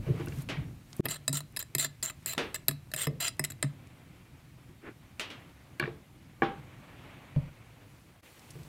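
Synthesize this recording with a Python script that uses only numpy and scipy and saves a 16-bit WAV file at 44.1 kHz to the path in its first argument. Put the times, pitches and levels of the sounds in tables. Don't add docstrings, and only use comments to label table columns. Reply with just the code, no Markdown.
import sys
import numpy as np
from scipy import signal
from scipy.fft import rfft, irfft, next_fast_len
from scipy.io import wavfile
from scipy.ndimage import uniform_filter1d

SR = 44100
rng = np.random.default_rng(int(sys.argv[2]) if len(sys.argv) > 2 else 0)


def transcribe(signal):
    frames = np.atleast_2d(signal).T
    limited = np.clip(frames, -1, 1)
    pcm = np.round(limited * 32767).astype(np.int16)
    wavfile.write(sys.argv[1], SR, pcm)


N = 382773

# pitch_hz, level_db, t60_s
BOARD = [(73, -10, 0.096), (120, -2.5, 0.33), (143.5, 5.5, 0.32), (201.6, -5.5, 0.16), (270.6, 0, 0.13),
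         (348.3, 6.5, 0.2), (443, -1, 0.21), (601, -6.5, 0.092), (802, -4, 0.36), (1113, 2, 0.13),
         (1484, 2.5, 0.066), (1670, 3, 0.057), (1810, -1.5, 0.023), (2310, 1, 0.028), (2750, -8.5, 0.03),
         (3160, -39, .03), (4450, -21, 0.021), (5360, -50, 0.027), (6600, -48, 0.019)]


def fork_clinks():
    # start_s, ping_db, knock_db, thud_db, ring_db, low_accent_hz, high_accent_hz
    strikes = [(1.055, -29.5, -33, -32.5, -31, 1830, 11500), (1.0626, -59, -34.5, -48, -23, 1800, 7570),
               (1.0851, -37.5, -41, -48, -16, 4170, 8850), (1.2792, -23, -32.5, -38, -13, 4070, 8170),
               (1.2925, -44, -47, -32, -24, 5000, 7870), (1.3286, -29.5, -49, -34, -19, 4210, 7600),
               (1.3711, -32.5, -42, -63, -5, 3800, 8600), (1.4049, -44, -45.5, -56, -10, 4040, 6970),
               (1.5635, -36, -41.5, -63, -2, 4130, 10000), (1.5702, -32.5, -36.5, -68, -13, 4900, 11500),
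               (1.5914, -32.5, -62, -63, -19.5, 4050, 11600), (1.6258, -37.5, -45, -64, -26, 1760, 7700),
               (1.7499, -24, -32, -33.5, -12, 1800, 8100), (1.7828, -28, -43, -44, -12, 3700, 7600),
               (1.8462, -31.5, -32, -46.5, -18, 1770, 11700), (2.0271, -30.5, -39.5, -50, 2, 3660, 7350),
               (2.0978, -45, -38, -58, -11, 1270, 7320), (2.26, -28, -42.5, -53, -26, 1660, 7700),
               (2.3334, -36, -42, -53, -24, 1680, 13200), (2.3485, -53, -47, -54, -30, 4000, 8200),
               (2.5441, -30.5, -36, -64, -15, 2150, 7700), (2.5594, -52, -38.5, -63.5, -21.5, 1960, 8000),
               (2.6826, -18, -33, -33, -24, 4000, 12100), (2.6891, -31, -35, -39, -4, 1850, 7710),
               (2.7105, -39.5, -42, -38.5, -7, 2020, 11800), (2.916, -49, -48, -55, -17.5, 4080, 6700),
               (2.9374, -31, -32, -42, -13, 1800, 10800), (2.9453, -37, -40, -51, -18, 2050, 7790),
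               (2.9627, -31, -42, -50, -17, 1670, 7500), (3.0695, -36, -32, -34.5, -7, 2610, 11500),
               (3.2065, -33.5, -40.5, -52, -16, 2060, 7400), (3.2806, -29.5, -37.5, -55, -13, 4630, 7500),
               (3.3944, -26, -28, -30.5, -13.5, 1713, 8570), (3.4401, -30, -31, -55, -18, 2020, 7100),
               (3.448, -29.5, -47, -48, -18, 3880, 7500), (3.5013, -43, -48, -49, -16, 1890, 7430),
               (3.519, -45.5, -50.5, -62, -16, 3620, 6960), (3.6269, -25, -29, -33.5, -17, 2020, 9000),
               (3.6359, -48, -42, -30, -13, 3900, 10200), (3.6444, -54, -44.5, -36, -26, 1830, 8730)]
    # pitch_hz, level_db, t60_s
    bowl = [(366, -5.5, 0.088), (634.7, -4, 0.16), (1000, -5.5, 0.073), (1250, -2, 0.018), (1780, 4, 0.018),
            (2030, -1, 0.057), (2610, -1, 0.038), (3300, -5.5, 0.035), (3700, -4, 0.02), (3980, 2.5, 0.049),
            (4360, -2, 0.021), (5020, 3, 0.045), (5350, -20, .07), (6955, -13, 0.028), (7350, -5.5, 0.013),
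            (7710, 0.5, 0.035), (8170, -4, 0.03), (8850, 0, 0.022), (9400, -8.5, 0.07), (10200, -6, 0.033),
            (10750, -5.5, 0.058), (11670, 2.5, 0.019), (13800, -8.5, .04), (13420, -16.5, 0.042),
            (15900, -9, .03)]
    out = np.zeros(N)
    for start_s, ping_db, knock_db, thud_db, ring_db, *accents_hz in strikes:
        low_db = knock_db + 0.33 * (thud_db - knock_db) - 2.5
        presence_db = (ping_db + knock_db) / 2 - 6 + 7 * (accents_hz[0] > 2800)
        clink = struck_modes(bowl, [900, 2800, 6000], [low_db, knock_db, presence_db, ping_db],
                             accents_hz, ring_db, clack_s=0.017, chatter_s=0.012, soft=0.22, size=3200)
        add(out, start_s, clink)
        add(out, start_s, np.diff(crack(ping_db - 7, t60_s=0.016)))
        thud = struck_modes(BOARD[1:5], [], [thud_db], [], ring_db=0,
                            clack_s=0.034, chatter_s=0.0015, soft=0.97, size=8000)
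        add(out, start_s + 0.0043, thud)
    return out


def glaze_scrapes():
    # start_pressure_db, end_pressure_db (both against the knee), squeak_start_hz, squeak_end_hz
    strokes = [(1.088, 0.084, -31.5, -41.5, 0.28, -8, -16.5, 4270, 3700),
               (1.33, 0.067, -29, -42, .75, -4.5, -14, 4100, 3100),
               (1.591, .03, -32, -41.5, .4, -3, -10, 4100, 3300),
               (1.787, 0.085, -26.5, -38, 0.33, -1, -14, 4200, 3270),
               (2.03, 0.082, -27, -41, 0.04, 11, -17, 2420, 1610),
               (2.262, 0.079, -31, -40.5, .13, -10, -7, 2840, 2000),
               (2.545, 0.021, -34, -41.5, 0.7, -3, -2, 2080, 2050),
               (2.97, 0.091, -27, -36, 0.55, -9, -11, 2060, 2200),
               (3.2, 0.095, -28.5, -33.5, 0.44, -4, -7, 2450, 3400),
               (3.443, 0.016, -38, -37, 0.7, -8, -8, 2480, 2460),
               (3.502, 0.011, -31.5, -46, .4, -10, -15, 2320, 2320)]
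    # pitch_hz, width_hz, level_db
    resonances = [(674, 41, -4), (1350, 54, -5.5), (1770, 320, -8.5), (2060, 110, -6), (2630, 290, -11.5),
                  (3020, 150, -13), (3313, 35, -10.5), (3650, 33, -9), (4050, 93, -5), (4835, 85, -12.5),
                  (5630, 58, -21), (7350, 207, 1.5), (7700, 32, -6.5), (8440, 300, -6), (9710, 15.6, -17.5),
                  (9840, 73, -16), (10300, 17, -24), (10700, 130, -26), (11400, 520, -17), (13200, 107, -8),
                  (13700, 140, -19), (14700, 280, -18)]
    out = np.zeros(N)
    for start_s, length_s, treble_db, body_db, knee, first_db, last_db, *squeaks_hz in strokes:
        end_s = start_s + length_s
        t = np.arange(start_s, start_s + 0.22, 1 / SR)
        hz = np.fft.rfftfreq(len(t), 1 / SR)
        clumps = unit_rms(uniform_filter1d(uniform_filter1d(rng.standard_normal(len(t)), 110), 110))
        slips = rng.standard_normal(len(t)) * gain_of(3.9 * clumps)
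        slips *= 1 + .8 * (rng.random(len(t)) < .03)
        touch = np.interp(t, [start_s, start_s + 0.0033, end_s - .006, end_s], [0, 1, 1, 0])
        travel = np.interp(t, [start_s, end_s], [0, np.pi])
        pressure_db = np.interp(travel / np.pi, [0, knee, 1], [first_db, 0, last_db])
        mid_db = body_db + 0.45 * pressure_db
        presence_db = mid_db + 1.5 + 2 * (min(squeaks_hz) > 2900)
        bands_db = mid_db - 10.5, mid_db, presence_db, treble_db + pressure_db
        band = np.digitize(hz, [300, 900, 2800, 6000])
        for place in np.arange(3) * np.pi / 3:
            spot = rng.standard_normal((len(resonances), 2))
            bowl = sum(gain_of(db + 6.8 * lift) / (1 + 2j * (hz - f * (1 + 0.01135 * detune)) / width)
                       for (f, width, db), (lift, detune) in zip(resonances, spot))
            squeak_hz = np.interp(place, [0, np.pi], squeaks_hz)
            squeak = gain_of(-9) / (1 + 2j * (hz - squeak_hz) / 150)
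            friction = touch * np.cos(travel - place) * np.roll(slips, round(2000 * place))
            for k, level_db in enumerate(bands_db, 1):
                colour = (bowl + squeak + gain_of(-25.5)) * (band == k)
                colour /= np.sqrt(np.mean(abs(colour) ** 2) * 1.47 * slips.var())
                add(out, start_s, irfft(rfft(friction * gain_of(level_db)) * colour, len(t)))
    return out


def board_knocks():
    # low_accent_hz, high_accent_hz
    blows = [(0.066, -28, -35.5, -52, -6, 2, 616, 2750), (0.087, -20, -28, -55.5, -6, 3.5, 283, 2750),
             (0.198, -32, -29.5, -47, -4, 1.5, 498, 2750), (0.271, -33, -33.5, -42, -3, -6, 506, 2750),
             (0.322, -35, -44, -48.5, 4, -2, 450, 2750), (0.375, -25, -55, -60, 2, -2, 250, 2750),
             (0.57, -27.5, -64, -48.5, 6, 2, 250, 2750), (0.994, -18, -20, -56, -9, -10, 283, 2310),
             (3.071, -26.5, -29.5, -57, 4, -2.5, 268, 2750), (4.693, -46, -50.5, -67, -3, -3.5, 250, 2310),
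             (5.798, -42, -30.5, -24.5, -2, -8.5, 1570, 4450), (5.812, -42, -38, -38, -6, -7, 1113, 1670),
             (5.825, -29.5, -40, -30, -8, -7.5, 1113, 1670), (5.838, -36, -36, -30, -4.5, -8, 1670, 2310),
             (5.856, -44, -42, -37, -3, -7, 1810, 2310), (5.876, -48, -30, -46, -3, -11, 348, 1810),
             (5.909, -43, -52, -65, 0, -5, 353, 2310), (6.421, -35, -19, -20.5, -9, -4, 802, 1670),
             (6.432, -40, -26, -28, -10, -5, 1113, 1484), (6.575, -39, -60, -56, -6, -12, 283, 1484),
             (7.362, -17, -29, -60, 5.5, -2.5, 270, 2750), (8.553, -44.5, -49, -63, -8, 2, 251, 1484),
             (8.588, -44, -66, -63, -1, -1, 250, 2310)]
    direct, send = np.zeros((2, N))
    lowpass = signal.butter(3, 2700, fs=SR)
    for start_s, thud_db, knock_db, clack_db, edge_db, send_db, *accents_hz in blows:
        mid_db = (knock_db + clack_db) / 2 - 10 + 10.5 * (650 < accents_hz[0] < 1300)
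        bands_db = [thud_db, knock_db, mid_db, clack_db, clack_db + edge_db]
        blow = struck_modes(BOARD, [250, 650, 1300, 2100], bands_db, accents_hz, ring_db=-11,
                            clack_s=0.026, chatter_s=0.0057, soft=0.73, size=7000)
        thump = uniform_filter1d(blow[:600], size=30) * np.linspace(1, 0, 600)
        slap = crack(clack_db + 19 + .7 * send_db, t60_s=0.0033)
        add(direct, start_s, blow)
        add(send, start_s, gain_of(send_db) * thump)
        add(send, start_s, signal.lfilter(*lowpass, slap))
    return direct + kitchen_reverb(send)


def bowl_slide():
    peak_s, width_s, level_db = 4.875, 0.036, -38
    hz = np.fft.rfftfreq(SR // 2, 1 / SR)
    t = np.arange(SR // 2) / SR - .25
    wood = sum(gain_of(db - 5.5 * np.log2(f / 350)) / (1 + ((hz - f) * t60_s / 14) ** 2)
               for f, db, t60_s in BOARD[4:])
    rub = unit_rms(irfft(rfft(rng.standard_normal(len(t))) * wood))
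    out = np.zeros(N)
    add(out, peak_s - .25, gain_of(level_db) * np.exp(-(t / width_s) ** 2) * rub)
    return out


def fire_pops():
    # start_s, snap_db, room_db, tilt_db_per_octave, peak_hz
    pops = [(0.4887, -29.5, -30.5, 0, 2280), (2.3788, -21, -28.5, -.5, 400), (5.196, -25.5, -34, 2.5, 2740),
            (5.302, -35.5, -42.5, 0, 3000)]
    # frequency_hz, density_db
    spectrum = [(88, -37.5), (150, -6.5), (334, -1), (637, -6), (774, -8.5), (1120, -8), (1760, -7.5),
                (3100, -8), (11900, -31), (16000, -41)]
    out, hz = np.zeros(N), np.fft.rfftfreq(SR // 2, 1 / SR)
    for start_s, snap_db, room_db, tilt, peak_hz in pops:
        burst, click = np.zeros((2, SR // 2))
        add(burst, .005, crack(0, t60_s=0.035))
        add(click, .005, [1])
        peak_db = 3.4 * np.exp(-(np.log((hz + 1) / peak_hz) / .25) ** 2)
        colour = gain_of(curve_at(spectrum, hz) + tilt * np.log2(hz / 2000 + 0.031) + peak_db)
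        snap, tail = (irfft(rfft(x) * colour) for x in (burst, kitchen_reverb(click)))
        add(out, start_s - .005, gain_of(snap_db) * snap / snap[220:400].std())
        add(out, start_s - .005, gain_of(room_db) * tail / tail[:2500].std())
    return out


def dry_ticks():
    # start_s, drive_db, pitch_hz, t60_s
    ticks = [(0.26, -25, 11200, 0.019), (0.284, -22, 5300, 0.017), (0.16, -38, 8000, 0.012),
             (0.2, -36, 7000, 0.015), (0.3865, -28, 9500, 0.015), (0.4207, -27, 10200, 0.03),
             (0.9053, -40, 7400, 0.015), (0.93, -21, 4930, 0.018), (0.9663, -27.5, 10700, 0.024),
             (0.9794, -44, 11100, 0.017), (1.5229, -38, 11700, 0.015), (2.2278, -41, 7700, 0.017),
             (2.8874, -50, 9840, 0.015), (3.3694, -35, 8730, 0.0051), (3.7424, -63.5, 5670, 0.022),
             (3.872, -39.5, 7660, 0.015), (5.7194, -54, 6250, 0.015), (5.797, -20.5, 9000, 0.021),
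             (7.5394, -58, 5050, 0.015), (8.2525, -47, 9230, 0.015), (8.394, -33, 5350, 0.017),
             (8.5054, -31, 7470, 0.04), (8.633, -39, 6600, 0.012)]
    out = np.zeros(N)
    for start_s, drive_db, pitch_hz, t60_s in ticks:
        burst = uniform_filter1d(uniform_filter1d(crack(drive_db, t60_s), size=6), size=5)
        add(out, start_s, burst * np.sin(2 * np.pi * pitch_hz * np.arange(len(burst)) / SR))
    return out


def swells_and_room_tone():
    swells = [(.08, 0.1, 0.14, -44.5, -13), (0.207, 0.07, 0.05, -39, -22), (0.286, -0.5, 0.03, -39, -4),
              (.33, -0.04, 0.12, -43, -7), (.42, 0.23, .02, -48, -0.5), (.6, 0.5, .2, -52, -10),
              (.985, 0.7, -0.02, -54.5, -3.5), (1.05, 0.11, 0.01, -46, -3.5), (2.4, 0.2, 0.16, -56.5, -2),
              (3.27, -0.14, .07, -53, -6), (3.95, 0.6, 1, -57, -18), (5.35, 0.35, 0.63, -53.5, -14),
              (5.9, 0.5, 0.3, -60, -13), (6.59, 0.33, 1.3, -56, -13), (7.08, 0.5, .7, -47.5, -20),
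              (7.98, 0.6, 0.2, -63, -1)]
    # frequency_hz, density_db
    spectrum = [(15, -51), (25, -16), (124, -1), (214, -12.5), (280, -10.5), (433, -20), (496, -18),
                (651, -19.5), (927, -20.5), (1680, -23.5), (2270, -22), (3700, -30.5), (5130, -36.5),
                (14400, -40), (16500, -49.5)]
    # time_s, level_db
    rumble = [(0, -25), (.06, -37), (.104, -28), (.21, -36), (.3, -29.5), (.41, -37), (.67, -33),
              (.84, -45), (.98, -42.5), (1.03, -51.5), (3.6, -46.5), (4, -49.5), (5.16, -51.5),
              (5.55, -48.5), (5.9, -50.5), (6.19, -46.5), (7.12, -47), (7.9, -51), (8.1, -50.5),
              (8.29, -60.5), (8.68, -47)]
    # start_s, mid_db, high_db
    floor_steps = [(0, -60, -61.5), (1.015, -62, -65.5), (8.215, -57.5, -60.5)]
    hiss_db = -76
    frames, bin_hz = N // 256 + 5, np.fft.rfftfreq(1024, 1 / SR)
    real, imag, patches = rng.standard_normal((frames, 513, 3)).T
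    patches = unit_rms(uniform_filter1d(uniform_filter1d(patches, 14, 0), 8, 1))
    flicker = unit_rms(uniform_filter1d(rng.standard_normal(frames), size=3))
    texture_db = 0.98 * patches + 1.2 * flicker * (abs(bin_hz[:, None] - 2000) < 1700)
    noise = signal.istft((real + 1j * imag) * gain_of(texture_db), nperseg=1024, noverlap=768)[1][:N]
    size = 2 * next_fast_len(N // 2 + 1)
    hz = np.fft.rfftfreq(size, 1 / SR)
    coloured = rfft(noise, size) * gain_of(curve_at(spectrum, hz))
    low, high = 1 / (1 + (hz / 300) ** 4), 1 / (1 + (4000 / (hz + 1)) ** 6)
    bands = [unit_rms(irfft(coloured * share, size)[:N]) for share in (low, 1 - low - high, high)]
    t = np.arange(N) / SR
    step_s, *floor_db = np.transpose(floor_steps)
    power = gain_of(floor_db)[:, np.digitize(t, step_s[1:])] ** 2
    power[1] += gain_of(hiss_db) ** 2
    for peak_s, rise, fall, level_db, crispness_db in swells:
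        near = slice(max(round((peak_s - 4 * rise) * SR), 0), round((peak_s + 4 * fall) * SR))
        swell_db = level_db - 10 * np.maximum((peak_s - t[near]) / rise, (t[near] - peak_s) / fall)
        power[:, near] += gain_of([swell_db, swell_db + crispness_db]) ** 2
    gains = gain_of(np.interp(t, *np.transpose(rumble))), *np.sqrt(power)
    return sum(gain * band for gain, band in zip(gains, bands))


def kitchen_reverb(x):
    # frequency_hz, t60_s
    decay = [(150, 0.38), (1000, 0.36), (2800, .33), (7300, 0.17), (15000, 0.11)]
    taps = np.zeros(SR // 2)
    at = np.arange(80, len(taps) - 20, 10)
    taps[at + rng.integers(0, 10, len(at))] = rng.choice([-1., 1.], len(at)) * np.minimum(at / 500, 1)
    hz, t, spectra = signal.stft(taps, SR, nperseg=256)
    tail = signal.istft(spectra * gain_of(-60 * t / curve_at(decay, hz)[:, None]), SR, nperseg=256)[1]
    return signal.oaconvolve(x, tail / np.linalg.norm(tail))[:len(x)]


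def struck_modes(modes, edges_hz, bands_db, accents_hz, ring_db, clack_s, chatter_s, soft, size):
    hz, db, t60_s = np.transpose(modes)[:, :, None]
    t = np.arange(size) / SR
    spot, detune, phase, split = rng.standard_normal((4, len(modes), 1))
    db = db + 3 * spot + sum(9.5 * np.exp(-(np.log(hz / f) / 0.0614) ** 2) for f in accents_hz)
    clack = gain_of(-60 * t / (clack_s + 3.5 / hz))
    beats = 1 + hz / (hz + 2500) * np.cos(2 * np.pi * (.025 * hz * split * t + spot))
    ring = beats * gain_of(ring_db - 60 * t / t60_s)
    rise = 1 - np.exp(-t * hz / soft)
    sines = np.sin(2 * np.pi * (hz * (1 + 0.0095 * detune) * t + phase))
    tones = gain_of(db) * rise * (clack + ring) * sines
    band = np.digitize(hz[:, 0], edges_hz)
    bands = np.array([tones[band == k].sum(0) for k in range(len(bands_db))])
    chatter = gain_of(-60 * t[:400] / chatter_s) * rng.standard_normal(400) * (rng.random(400) < .2)
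    chatter[0] = 1
    bands = signal.fftconvolve(bands, chatter[None], axes=1)[:, :size]
    return gain_of(bands_db) @ (bands / bands[:, :530].std(1, keepdims=True))


def crack(level_db, t60_s):
    t = np.arange(1500) / SR
    return gain_of(level_db - 60 * t / t60_s) * rng.standard_normal(len(t))


def gain_of(db):
    return 10 ** (np.asarray(db) / 20)


def unit_rms(x):
    return x / np.sqrt(np.mean(x ** 2) + 1e-20)


def curve_at(points, hz):
    point_hz, values = np.transpose(points)
    return np.interp(np.log(hz + 1), np.log(point_hz + 1), values)


def add(mix, start_s, sound):
    part = mix[round(start_s * SR):][:len(sound)]
    part += sound[:len(part)]


def scene():
    fork = fork_clinks() + glaze_scrapes()
    worktop = fork + gain_of(-21) * kitchen_reverb(fork) + board_knocks() + bowl_slide()
    return (worktop + fire_pops() + dry_ticks() + swells_and_room_tone())[None]


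def record(dry):
    # time_s, gain_db (ramped between points, held at both ends)
    level_curve = [(1.006, -8), (1.006, -41), (1.024, -42), (1.028, -34), (1.052, -4.5), (8.207, -7),
                   (8.214, -26), (8.222, -24), (8.233, -3.5)]
    gain = gain_of(np.interp(np.arange(N) / SR, *np.transpose(level_curve)))
    lowpass = signal.firwin(511, 15900, window=("kaiser", 9), fs=SR)
    return signal.oaconvolve(dry * gain, lowpass[None], "same")


dry = scene()
out = record(dry)
transcribe(out)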